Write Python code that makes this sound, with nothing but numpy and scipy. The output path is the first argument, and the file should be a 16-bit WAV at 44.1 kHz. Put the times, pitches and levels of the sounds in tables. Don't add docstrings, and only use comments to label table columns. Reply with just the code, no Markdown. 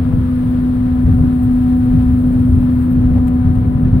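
import sys
import numpy as np
from scipy import signal
from scipy.fft import rfft, irfft
from scipy.io import wavfile
from scipy.ndimage import uniform_filter1d, minimum_filter1d

SR = 44100
rng = np.random.default_rng(int(sys.argv[2]) if len(sys.argv) > 2 else 0)


def materialize(psi):
    bounded = np.clip(np.atleast_2d(psi).T, -1, 1)
    quanta = np.round(bounded * 32767).astype(np.int16)
    wavfile.write(sys.argv[1], SR, quanta)


N = 176400
T = np.arange(N) / SR


def drive():
    # time_s, level_db
    hum_level = [(0.03, -19.5), (0.06, -15.5), (0.19, -18.5), (0.35, -15.5), (1.26, -14.5), (1.51, -13),
                 (3.36, -14.5), (3.56, -17.5), (3.9, -17.5)]
    # time_s, second_db, third_db
    swell_levels = [(0, -45.5, -48), (.3, -40.5, -59), (.7, -51, -48.5), (1.0, -46.5, -45.5),
                    (1.35, -52.5, -45), (1.75, -48, -43.5), (2.1, -49, -45.5), (2.45, -49.5, -53.5),
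                    (2.85, -46.5, -55), (3.25, -45.5, -44.5), (3.7, -45, -42.5), (4, -50.5, -50.5)]
    # harmonic, pan_db, left_lead_rad
    places = [(2, 10.5, 0.68), (3, 13, 2.4)]
    # harmonic, level_db, pan_db, left_lead_rad
    overtones = [(4, -50.5, 6, 1.95), (5, -61, 12, 2.4), (6, -59.5, 4.5, 2)]
    hum_hz, whine_hz, hum_pan_db = 249.9, 599, 1.3
    phase = 2 * np.pi * hum_hz * T + .14 * drift(1.3)
    hum = tone(phase, in_time(hum_level) - .4 * drift(24), hum_pan_db, lead_rad=.47)
    times, *swells = np.transpose(swell_levels)
    strong = [(k, np.interp(T, times, db), pan_db, lead) for (k, pan_db, lead), db in zip(places, swells)]
    weak = [(k, db + 2.5 * np.tanh(drift(4)), pan_db, lead) for k, db, pan_db, lead in overtones]
    for k, db, pan_db, lead in strong + weak:
        hum += tone(round(k) * phase + .15 * drift(1.1), db + 1.5 * drift(6.8), pan_db, lead)
    whine_phase = 2 * np.pi * whine_hz * T + .5 * drift(.85)
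    return hum + tone(whine_phase, -54.5 + 2 * drift(1.6), hum_pan_db, lead_rad=1)


def wheels():
    # time_s, level_db
    roll_level = [(0, -15.5), (.36, -20), (.6, -18.5), (1.0, -18.5), (1.65, -18), (2.3, -16), (2.8, -17),
                  (4, -16)]
    # frequency_hz, density_db
    body_colour = [(15, -11), (27, -7), (39, 0.5), (49, -11), (68, 3.5), (97, 2), (120, 0), (135, -3.5),
                   (155, -1), (200, -8.5), (270, -11), (330, -19), (450, -26.5), (650, -30.5),
                   (1000, -41.5), (2000, -79.5)]
    # start_s, hold_s, level_db
    jolts = [(0.113, .10, -14.5), (.44, .05, -16.5), (1.037, 0.11, -9), (1.191, 0.088, -13),
             (1.44, 0.051, -17.5), (1.921, 0.06, -9), (2.076, 0.056, -17), (2.355, 0.086, -17),
             (2.496, 0.1, -8.5), (2.73, 0.035, -20), (2.945, 0.26, -13.5), (3.462, 0.044, -10),
             (3.555, 0.22, -17.5), (3.827, 0.025, -9.5), (3.911, 0.05, -8)]
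    # frequency_hz, density_db
    boom_colour = [(20, -18), (39, -6), (52, -8.5), (70, 0.5), (97, 3.5), (118, 2.5), (135, -12),
                   (155, -1.5), (200, -15), (270, -11.5), (330, -27.5), (450, -31.5), (650, -43),
                   (1000, -56), (2000, -86.5)]
    # start_s, level_db
    heaves = [(1.03, -20.5), (1.86, -20), (1.92, -17), (3.019, -17), (3.45, -14.5)]
    # centre_s, peak_db
    thuds = [(1.048, -7), (1.213, -10.5), (3.488, -13)]
    heave_hz, thud_width_s, diffuse_db, right_lag_s = 39, .0024, -18.5, .00025
    roll = from_db(in_time(roll_level))
    jolt = sum(from_db(db) * burst(s, .046, hold_s, release_s=.022) for s, hold_s, db in jolts)
    shake = roll * shaking(body_colour) + jolt * shaking(boom_colour)
    heave = sum(from_db(db) * burst(s, .025, hold_s=.045, release_s=.015) for s, db in heaves)
    shake += heave * np.sin(2 * np.pi * heave_hz * T + drift(18))
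    for centre_s, db in thuds:
        u = (T - centre_s) / thud_width_s
        shake -= from_db(db) * u * np.exp((1 - u * u) / 2)
    diffuse = from_db(diffuse_db) * (roll + jolt) * noise(body_colour)[0]
    left = shake + diffuse
    right = np.interp(T - right_lag_s, T, shake) - diffuse
    return pan(db=1.2) * np.array([left, right])


def knocks():
    # start_s, level_db
    hits = [(.122, -34.5), (1.058, -37), (1.185, -36), (3.159, -35.5), (3.175, -33), (3.93, -49)]
    # frequency_hz, density_db
    colour = [(150, -4.5), (320, -7.5), (480, 2.5), (660, -2.5), (900, -12), (1500, -18), (4000, -40),
              (9000, -53.5)]
    force = sum(from_db(db) * burst(s, .006, hold_s=.012, release_s=.004) for s, db in hits)
    return pan(db=7) * force * noise(colour)


def cabin():
    # frequency_hz, left_density_db, right_density_db
    roll_colour = [(191, -4.5, -0.5), (397, -8, -2), (620, -5, -7.5), (800, -3, -6.5), (1050, -2.5, -8),
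                   (1320, -0.5, -11.5), (1550, -6, -18.5), (1750, -4.5, -18), (1990, -10.5, -22),
                   (2820, -16.5, -24.5), (4040, -19.5, -29), (5100, -29, -36.5), (6600, -35.5, -47),
                   (9000, -40.5, -55), (16000, -52.5, -59)]
    # time_s, gain_db
    treble_gain = [(0, -1), (.5, 1.5), (1.1, -0.5), (1.7, 2.5), (2.6, 0), (3.3, -2), (4, -4.5)]
    # frequency_hz, left_density_db, right_density_db
    fizz_colour = [(5000, -31, -42), (7200, -12.5, -34.5), (8130, -6.5, -28.5), (8860, 0.5, -21.5),
                   (9600, -1.5, -22), (10900, -7, -25.5), (12700, -4.5, -17.5), (14200, -10.5, -18.5),
                   (15500, -3.5, -7.5)]
    # time_s, level_db
    fizz_level = [(0.05, -62), (0.44, -59.5), (0.8, -62.5), (1.32, -60), (1.49, -59.5), (2.81, -59.5),
                  (2.97, -63.5), (3.58, -63), (3.95, -65)]
    roll_db, fall_db_per_s, flicker_db, fizz_boost_db = -40, .16, .84, 8.5
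    roll = from_db(roll_db - fall_db_per_s * T + flicker_db * drift(8.8)) * noise(roll_colour)
    low = lowpass(roll, cutoff_hz=3500)
    treble = from_db(in_time(treble_gain)) * (roll - low)
    fizz = from_db(in_time(fizz_level) + fizz_boost_db + .7 * drift(25)) * noise(fizz_colour)
    return low + treble + fizz


def fittings():
    # start_s, level_db, decay_s, pan_db
    ticks = [(.137, -61, .002, -12), (1.943, -58.5, .002, -11), (2.325, -52, .02, 11),
             (2.394, -51, .002, 2), (3.272, -44, 0.0019, 20), (3.279, -45, .006, 22.5),
             (3.551, -54.5, 0.024, 17)]
    # frequency_hz, density_db
    tick_colour = [(1000, 15), (2500, 9), (4000, -2.5), (6000, -12.5), (8800, 4.5), (11000, -0.5),
                   (15000, -4.5)]
    pitches = [8530, 12290, 14660, 15300]
    # start_s, length_s, then level_db for each tone
    squeaks = [(.49, .03, -85.5, -91, -90, -59.5), (1.10, 0.054, -75, -83.5, -90.5, -60.5),
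               (1.415, .04, -61, -65, -53.5, -83.5), (2.80, .07, -62.5, -65, -62, -89),
               (2.89, 0.065, -66, -57.5, -63.5, -83)]
    taps = sum(pan(pan_db) * from_db(db) * burst(s, .001, .001, decay) for s, db, decay, pan_db in ticks)
    sound = taps * noise(tick_colour)
    for k, hz in enumerate(pitches):
        rub = sum(from_db(db[k]) * burst(s + .01, .015, length / 2, .012) for s, length, *db in squeaks)
        phase = 2 * np.pi * hz * T + 1.5 * drift(36)
        sound += rub * tone(phase, db=0, pan_db=10.5, lead_rad=1)
    return sound


def whistle():
    pitch_hz, level_db = 15538, -74
    return tone(2 * np.pi * pitch_hz * T + drift(5), level_db + 2 * drift(5), pan_db=0, lead_rad=.88)


def shaking(colour, window_s=.06, evenness=.65):
    shake = noise(colour)[0]
    power = uniform_filter1d(shake ** 2, int(window_s * SR))
    return rms_one(shake / power ** (evenness / 2))


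def noise(colour):
    hz, *columns = np.transpose(colour)
    bins_hz = np.arange(N // 2 + 1) * SR / N + 1e-3
    gains = from_db([np.interp(np.log(bins_hz), np.log(hz), db) for db in columns])
    gains /= np.sqrt(1 + (hz[0] / bins_hz) ** 4)
    white = rng.standard_normal((len(columns), N))
    return rms_one(irfft(rfft(white) * gains, N))


def drift(rate_hz):
    step, run_in = 40, 2000
    pole = np.exp(-2 * np.pi * rate_hz * step / SR)
    white = rng.standard_normal(N // step + run_in + 2)
    slow = signal.lfilter([1], [1, -2 * pole, pole * pole], white)[run_in:]
    return np.interp(np.arange(N) / step, np.arange(len(slow)), rms_one(slow - slow.mean()))


def burst(start_s, attack_s, hold_s, release_s):
    rise = np.clip((T - start_s) / attack_s + .5, 0, 1)
    return rise * np.exp(-np.maximum(T - start_s - hold_s, 0) / release_s)


def tone(phase, db, pan_db, lead_rad):
    offsets = np.array([[lead_rad], [-lead_rad]]) / 2
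    return np.sqrt(2) * from_db(db) * pan(pan_db) * np.sin(phase + offsets)


def pan(db):
    return from_db(np.array([[db], [-db]]) / 2)


def lowpass(x, cutoff_hz):
    return signal.sosfiltfilt(signal.butter(2, cutoff_hz, fs=SR, output="sos"), x)


def in_time(rows):
    return np.interp(T, *np.transpose(rows))


def from_db(db):
    return 10 ** (np.asarray(db) / 20)


def rms_one(x):
    return x / np.sqrt(np.mean(x ** 2) + 1e-20)


def scene():
    return drive() + whistle() + wheels() + knocks() + cabin() + fittings()


def record(dry):
    ceiling, span, cutoff_hz = .92, int(.012 * SR), 15850
    headroom = np.minimum(1, ceiling / (np.abs(dry).max(axis=0) + 1e-9))
    held = minimum_filter1d(headroom, 2 * span)
    gain = uniform_filter1d(uniform_filter1d(held, span), span)
    limited = dry - (1 - gain) * lowpass(dry, cutoff_hz=500)
    padded = np.pad(limited, ((0, 0), (SR // 10, 0)), mode="reflect", reflect_type="odd")
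    high_cut = signal.ellip(12, .1, 80, cutoff_hz, fs=SR, output="sos")
    return signal.sosfilt(high_cut, padded)[:, -N:]


dry = scene()
out = record(dry)
materialize(out)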